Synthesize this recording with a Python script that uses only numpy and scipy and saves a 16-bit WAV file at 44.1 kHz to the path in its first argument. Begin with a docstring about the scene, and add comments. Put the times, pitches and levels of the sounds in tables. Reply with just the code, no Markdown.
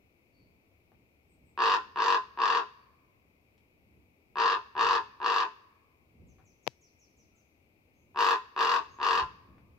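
"""On a porch roof in a quiet forest, a raven gives three bouts of three croaks. Each croak is a slowing
train of membrane snaps filtered by the resonances of throat and beak; porch and trunks reflect it.
Small birds chip and whistle far off, over still air and a faint narrow hiss. Gusts rumble on the
microphone, small knocks sound about the porch, and something ticks twice against the left port."""
import sys
import numpy as np
from scipy import signal
from scipy.fft import rfft, irfft
from scipy.io import wavfile
from scipy.ndimage import uniform_filter1d

SR = 44100
rng = np.random.default_rng(int(sys.argv[2]) if len(sys.argv) > 2 else 0)


def generate_wav(signal):
    """Clip the signal to [-1, 1] and save it as 16-bit WAV at the path in sys.argv[1]."""
    frames = np.transpose(np.atleast_2d(signal))
    scaled = np.clip(frames, -1, 1) * 32767
    pcm = np.round(scaled).astype(np.int16)
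    wavfile.write(sys.argv[1], SR, pcm)


N = 431298
TAPS = 4096  # samples in a short impulse response

# Levels in the tables are relative; the functions set each source's gain.
# likeness of a diffuse field at the two microphone ports: f/Hz, signed coherence
PORT_COHERENCE = [(60, 0.67), (180, 1), (550, 0.5), (1650, -0.66), (4970, -0.16), (15000, -0.03)]
# noise spectra of still air, the hiss, gust rumble and deep buffeting: f/Hz, spectral level/dB
AIR_SPECTRUM = [(20, -12.5), (45, -8.5), (80, 4.5), (160, -7), (300, -2), (600, -8.5), (1100, -16.5),
                (1750, -22.5), (3300, -24.5), (5000, -27), (9000, -36), (13000, -26), (16000, -31)]
HISS_SPECTRUM = [(1500, -38.5), (2000, -9), (2280, -0.5), (2520, -1.5), (2900, -14), (3800, -36.5)]
RUMBLE_SPECTRUM = [(15, -20), (40, -13.5), (70, 1.5), (130, -6.5), (250, -8), (500, -19.5), (1200, -38),
                   (4000, -69)]
BUFFET_SPECTRUM = [(15, -25), (35, -9.5), (60, -1), (110, -11), (250, -35.5), (1000, -70.5)]
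# puffs of air on the microphone: peak t/s, decay time constant/s, level/dB
AIR_PUFFS = [(.95, 0.11, -63), (1.44, .1, -62.5), (1.71, .7, -61), (3.98, 0.12, -62.5), (4.39, .14, -60.5),
             (4.85, 0.18, -55), (6.22, .18, -53.5), (7.2, .06, -64), (8.91, 0.14, -60), (9.23, 0.11, -49.5),
             (9.5, 0.34, -55.5)]
# thin bird notes: t/s, duration/s, start f/Hz, end f/Hz, level/dB
BIRD_NOTES = [(.31, 0.16, 4540, 4430, -78.5), (1.275, 0.1, 8250, 7950, -80), (1.437, .1, 8540, 7460, -81),
              (2.747, 0.13, 4540, 4520, -82), (7.3, 0.099, 1395, 1280, -83),
              (7.928, .13, 6400, 6465, -83.5), (8.883, 0.097, 6500, 6400, -72)]
# course of one falling chip: t/s, frequency ratio, level/dB
CHIP_CONTOUR = [(0, 1.33, -12), (.01, 1.13, -2), (.026, .98, 0), (.046, .98, 1), (.056, .93, -3),
                (.07, .8, -11), (.095, .66, -21)]
# reflections from roof, wall, posts and deck at each port: delay/s, signed gain
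LEFT_ECHOES = [(.00417, 0.11), (.00557, -.39), (.00701, -0.17), (.00817, .19), (0.0113, -.56),
               (0.0168, -0.12), (0.0205, -.43), (.0241, 0.06), (0.0274, 0.52)]
RIGHT_ECHOES = [(.00457, -.3), (.0057, -.28), (.00835, -0.007), (0.0107, .35), (0.0128, .38),
                (0.0126, -0.021), (0.0195, .14), (.02151, 0.27), (0.0262, 0.3)]
# reverberation time among the trunks: f/Hz, T60/s
FOREST_T60 = [(200, 0.65), (500, 0.91), (850, 1.1), (1030, 1.5), (1250, 1), (2500, .65), (6000, 0.76),
              (8500, 0.15), (15000, 0.11)]
# knocks and rustles about the porch: t/s, level/dB, centre f/Hz, T60/s
PORCH_KNOCKS = [(0.919, -61, 487, .03), (3.58, -74, 2540, .04), (6.385, -64.5, 695, .2),
                (6.69, -68, 2800, 0.24), (9.582, -65, 870, 0.072)]
# croaks: t/s, duration/s, time for half the fall in snap rate/s, final rate/Hz, first effort (0-1),
# time for effort to rise by 1/s, level/dB, top treble level/dB
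CROAK_GESTURES = [(1.5766, 0.21, .0387, 48.8, 0.44, 0.091, 0, -4),
                  (1.9598, 0.23, 0.043, 46.8, 0.48, 0.12, -1.5, -1.5),
                  (2.375, 0.25, 0.047, 42.3, 0.36, 0.077, -2, -6.5),
                  (4.3569, 0.22, 0.042, 47.4, 0.38, 0.057, -2, -8.5),
                  (4.7522, 0.25, 0.054, 47, 0.26, 0.067, -1.5, -3),
                  (5.2025, 0.26, 0.047, 48, 0.26, 0.079, -2.5, -3),
                  (8.1468, 0.2224, .0472, 46.86, 0.11, 0.052, -.5, 7),
                  (8.5637, 0.24, 0.04, 43.5, 0.51, 0.077, -1.5, 3.5),
                  (8.9876, 0.25, 0.05, 44.4, 0.21, 0.059, -2.5, 2.5)]
# resonances of throat and beak: nominal f/Hz, width/Hz, left level/dB, right level/dB
FORMANTS = [(378, 100, -14.5, -16), (444, 51, -10, -10.5), (1064.3, 296, -1.5, -4),
            (1688, 390, -19.5, -11.5), (2707, 467, -16.5, -23.5), (3580, 840, -22, -30),
            (4726, 1300, -21.5, -22), (6213, 810, -31.5, -31.5), (7350, 770, -38.5, -35.5),
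            (11830, 5000, -56.5, -52), (15200, 12000, -62.5, -44.5)]
# flutter echo under the roof: round trip/s, share kept each trip
ROOF_FLUTTER = (.0083, .66)
# ticks against the left port: t/s, level/dB, treble level/dB
PORT_TICKS = [(6.668, -8.5, -11), (6.6765, 0, 0)]
# spectrum of a tick: f/Hz, level/dB
TICK_SPECTRUM = [(40, -71), (130, -8), (250, -9.5), (520, 1), (950, -2.5), (1450, -18), (2400, -6.5),
                 (4000, -14.5), (6200, -19.5), (8400, -43), (12300, -31), (16000, -53)]


def amp(db):
    """Amplitude ratio of a level in decibels."""
    return 10 ** (np.asarray(db) / 20)


def unit_rms(x):
    """Normalisation to unit mean power."""
    return x / np.sqrt(np.mean(x ** 2) + 1e-20)


def read(points, hz):
    """Interpolation of a table on a log-frequency axis."""
    f, value = np.transpose(points)
    return np.interp(np.log(hz + 1), np.log(f + 1), value)


def add(mix, start_s, sound):
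    """Superposition: a sound adds to the mix from start_s on."""
    part = mix[..., max(round(start_s * SR), 0):][..., :sound.shape[-1]]
    part += sound[..., :part.shape[-1]]


def bins(size):
    """Fourier frequencies of a signal of this many samples."""
    return np.fft.rfftfreq(size, 1 / SR)


def minimum_phase(gain):
    """Causal impulse response whose phase follows from its log gain by the Hilbert transform."""
    log_gain = np.log(np.maximum(gain, 1e-5))
    mirrored = np.r_[log_gain, log_gain[-2:0:-1]]
    return np.fft.ifft(np.exp(signal.hilbert(mirrored).conj())).real


def diffuse(spectrum):
    """Diffuse field: noise from all directions is partly coherent at the two ports."""
    hz = bins(N)
    left, independent = rfft(rng.standard_normal((2, N)))
    coherence = np.clip(read(PORT_COHERENCE, hz), -1, 1)
    right = coherence * left + np.sqrt(1 - coherence ** 2) * independent
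    return unit_rms(irfft(np.array([left, right]) * amp(read(spectrum, hz)), N))


def breeze(draught_db=-72.5, wander_db=5, wander_s=0.22, rise_s=0.065):
    """Wind strength: a wandering draught and exponentially rising and dying puffs add in power."""
    t, knots = np.arange(N) / SR, np.arange(200) * wander_s
    wander = np.interp(t, knots, rng.standard_normal(len(knots)))
    power = amp(draught_db + wander_db * wander) ** 2
    for peak_s, decay_s, db in AIR_PUFFS:
        envelope = np.exp(-np.maximum((peak_s - t) / rise_s, (t - peak_s) / decay_s))
        power += (amp(db) * envelope) ** 2
    return np.sqrt(power)


def air(still_db=-70, hiss_db=-76, rumble_gain_db=-2.5, buffet_gain_db=43):
    """Ambient and wind noise: rumble grows with wind strength, buffeting with its square."""
    still = amp(still_db) * diffuse(AIR_SPECTRUM) * amp([[2], [-2]])  # both lean to the left
    hiss = amp(hiss_db) * diffuse(HISS_SPECTRUM) * amp([[4], [-4]])
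    wind = breeze()
    rumble = amp(rumble_gain_db) * wind * diffuse(RUMBLE_SPECTRUM)
    buffet = amp(buffet_gain_db) * wind ** 2 * diffuse(BUFFET_SPECTRUM)
    return still + hiss + rumble + buffet


def whistle(hz, waver=0.035):
    """Random frequency modulation broadens a pure tone into a thin, wavering note."""
    drift = unit_rms(uniform_filter1d(rng.standard_normal(SR), size=40))[:len(hz)]
    return np.sqrt(2) * np.sin(2 * np.pi * np.cumsum(hz * (1 + waver * drift)) / SR)


def songbirds(run_start_s=6.266, spacing_s=0.1803, chip_count=7):
    """Scattering by foliage blurs a distant run of falling chips and a few thin whistles."""
    song = np.zeros(N)
    knots, ratio, contour_db = np.transpose(CHIP_CONTOUR)
    t = np.arange(0, knots[-1], 1 / SR)
    # the run grows louder and lower toward its middle
    for k, arch in enumerate(np.sin(np.linspace(0, np.pi, chip_count))):
        hz = (6400 - 560 * arch) * np.interp(t, knots, ratio)
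        envelope = amp(-74.5 + 7.5 * arch + np.interp(t, knots, contour_db))
        add(song, run_start_s + k * spacing_s, envelope * whistle(hz) * signal.windows.tukey(len(t), .1))
    for start_s, duration, start_hz, end_hz, db in BIRD_NOTES:
        hz = np.linspace(start_hz, end_hz, int(duration * SR))
        add(song, start_s, amp(db) * whistle(hz) * signal.windows.tukey(len(hz), .7))
    return amp(-3) * porch(np.array([song, song]), scatter_db=-3) + amp(-10) * forest(song)


def porch(x, scatter_db=-9, scatter_t60=0.3):
    """Early reflection: direct sound, echoes from near surfaces and scatter off railings and boards."""
    t = np.arange(2 * TAPS) / SR
    scatter = rng.standard_normal((2, len(t))) * amp(-60 * t / scatter_t60) * (t > .002)
    # small things scatter only short waves
    scatter = signal.lfilter(*signal.butter(1, 900, "high", fs=SR), scatter)
    echoes = np.zeros_like(scatter)
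    for port, table in zip(echoes, (LEFT_ECHOES, RIGHT_ECHOES)):
        for delay, gain in table:
            add(port, delay, np.array([gain]))
    echoes = uniform_filter1d(echoes, size=3, axis=1)  # rough boards reflect less treble
    response = echoes + amp(scatter_db) * scatter / np.linalg.norm(scatter[0])
    response[:, 0] += 1  # direct path
    return signal.fftconvolve(x, response, axes=1)[:, :N]


def forest(x, build_s=0.035):
    """Reverberation: multiple scattering among trunks leaves a tail, each band dying at its own rate."""
    hz, t, bands = signal.stft(rng.standard_normal((2, SR)), SR, nperseg=256)
    t60 = read(FOREST_T60, hz)[:, None]
    bands *= amp(-60 * t / t60) * (1 - np.exp(-t / build_s))
    bands /= np.maximum(t60 / FOREST_T60[0][1], 1) ** 2  # long-lived bands start weaker
    tail = signal.istft(bands, SR, nperseg=256)[1]
    return signal.fftconvolve(np.atleast_2d(x), tail / np.linalg.norm(tail[0]), axes=1)[:, :N]


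def knocks(right_db=-5, strike_db=24):
    """Damped broadband transients: a strike and a dying rustle, two octaves wide, with no clear ring."""
    out, t = np.zeros(N), np.arange(2 * TAPS) / SR
    for start_s, db, hz, t60 in PORCH_KNOCKS:
        drive = rng.standard_normal(len(t)) + amp(strike_db) * (t == 0)
        burst = signal.lfilter(*signal.butter(2, [hz / 2, hz * 2], "band", fs=SR), drive)
        add(out, start_s, unit_rms(burst) * amp(db - 60 * t / t60))
    return porch(out * amp([[0], [right_db]]))


def syrinx(duration, fall_s, final_hz, first_effort, swell_s, start_hz=74, fade_s=0.049):
    """Membrane oscillation: one snap a cycle, the rate slowing as the effort swells and then fades."""
    t = np.arange(int(duration * SR)) / SR
    rate = final_hz + (start_hz - final_hz) / (1 + (t / fall_s) ** 4)
    cycles = np.cumsum(rate) / SR
    times = np.interp(np.arange(int(cycles[-1]) + 1), cycles, t)
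    swell = np.clip(first_effort + times / swell_s, 0, 1)
    fade = np.clip((duration - times) / fade_s, 0, 1)
    return times, swell * fade


def snap(effort, puff_decay_s=0.015, slap_s=0.0025, closing_s=0.00006, soft_hz=850, hard_hz=9000):
    """Impulsive excitation: a closure, a second slap and a puff of air, brighter with greater effort."""
    t = np.arange(TAPS) / SR
    pulse = rng.standard_normal(TAPS) * np.exp(-t / puff_decay_s)
    pulse *= amp(-4.5) * effort / np.linalg.norm(pulse)
    slap = amp(-8) * effort * np.array([.5, .5])
    add(pulse, slap_s * effort * rng.uniform(.5, 1), slap)
    # slap and puff roughen only the treble
    pulse = signal.lfilter(*signal.butter(1, 1300, "high", fs=SR), pulse)
    # the membranes take a moment to close, so the top treble is mostly air
    closing = np.exp(-(t / closing_s - 2) ** 2)
    add(pulse, 0, closing / closing.sum())
    cutoff_hz = soft_hz * (hard_hz / soft_hz) ** effort
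    pole = np.exp(-2 * np.pi * cutoff_hz / SR)
    return effort * signal.lfilter([(1 - pole) ** 2], np.poly([pole, pole]), pulse)


def throat(effort, treble_db, tuning=1.0022, low_cut_hz=330, sag_hz=90):
    """Resonance of throat and beak, one response a port; the formants sink at low effort."""
    hz = bins(TAPS)
    sag = sag_hz * (.85 - effort)
    resonances = sum(amp([[left], [right]]) / (1 + 2 * ((hz - f * tuning + sag) / width) ** 2) ** 2
                     for f, width, left, right in FORMANTS)
    leak = amp(-29) / (1 + (hz / 1500) ** 4)  # some sound passes between the resonances
    treble_shelf = amp(treble_db / (1 + (7500 / (hz + 1)) ** 6))
    low_cut = hz ** 2 / (hz ** 2 + low_cut_hz ** 2)
    return np.array([minimum_phase(gain) for gain in (resonances + leak) * treble_shelf * low_cut])


def raven(gain_db=25.5, jitter_s=0.00028, shimmer_db=0.7):
    """Source and filter: snaps, each slightly irregular in time and strength, excite the throat."""
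    out = np.zeros((2, N))
    for start_s, *gesture, db, treble_db in CROAK_GESTURES:
        times, efforts = syrinx(*gesture)
        for at, effort, (jitter, shimmer) in zip(times, efforts, rng.standard_normal((20, 2))):
            pulse = signal.fftconvolve(snap(effort)[None], throat(effort, treble_db), axes=1)
            add(out, start_s + at + jitter_s * jitter, amp(gain_db + db + shimmer_db * shimmer) * pulse)
    return out


def eaves(x, crossover_hz=2200, right_lag_s=0.00013):
    """Diffraction: long waves bend round the roof edge and flutter beneath; treble comes straight."""
    hz = bins(N)
    trip_s, kept = ROOF_FLUTTER
    delay = np.exp(-2j * np.pi * hz * trip_s)
    flutter = (delay + kept) / (1 + kept * delay)  # all-pass: spreads each pulse, keeps its colour
    port_lag = np.exp(-2j * np.pi * hz * np.array([[0], [right_lag_s]]))
    bent_share = 1 / (1 + (hz / crossover_hz) ** 8)
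    response = np.sqrt(bent_share) * flutter * port_lag + np.sqrt(1 - bent_share)
    return irfft(rfft(x) * response, N)


def ticks(gain_db=17, right_db=-33):
    """Proximity: two dry ticks at the left port far outweigh their sound at the right and their echo."""
    out, hz = np.zeros(N), bins(TAPS)
    for start_s, db, treble_db in PORT_TICKS:
        spectrum_db = read(TICK_SPECTRUM, hz) + treble_db * hz / (hz + 2000)
        add(out, start_s, amp(gain_db + db) * minimum_phase(amp(spectrum_db)))
    return out * amp([[0], [right_db]]) + amp(-56) * forest(out)


def scene(forest_db=-23):
    """Superposition of the raven, its echoes and the quiet life around it."""
    croaks = eaves(raven())
    return porch(croaks) + amp(forest_db) * forest(croaks) + songbirds() + ticks() + knocks() + air()


def record(dry, cutoff_hz=15850):
    """Band limiting: a linear-phase low-pass filter removes the highest treble."""
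    low_pass = signal.firwin(511, cutoff_hz, window=("kaiser", 9), fs=SR)
    return signal.oaconvolve(dry, low_pass[None], "same")


dry = scene()
out = record(dry)
generate_wav(out)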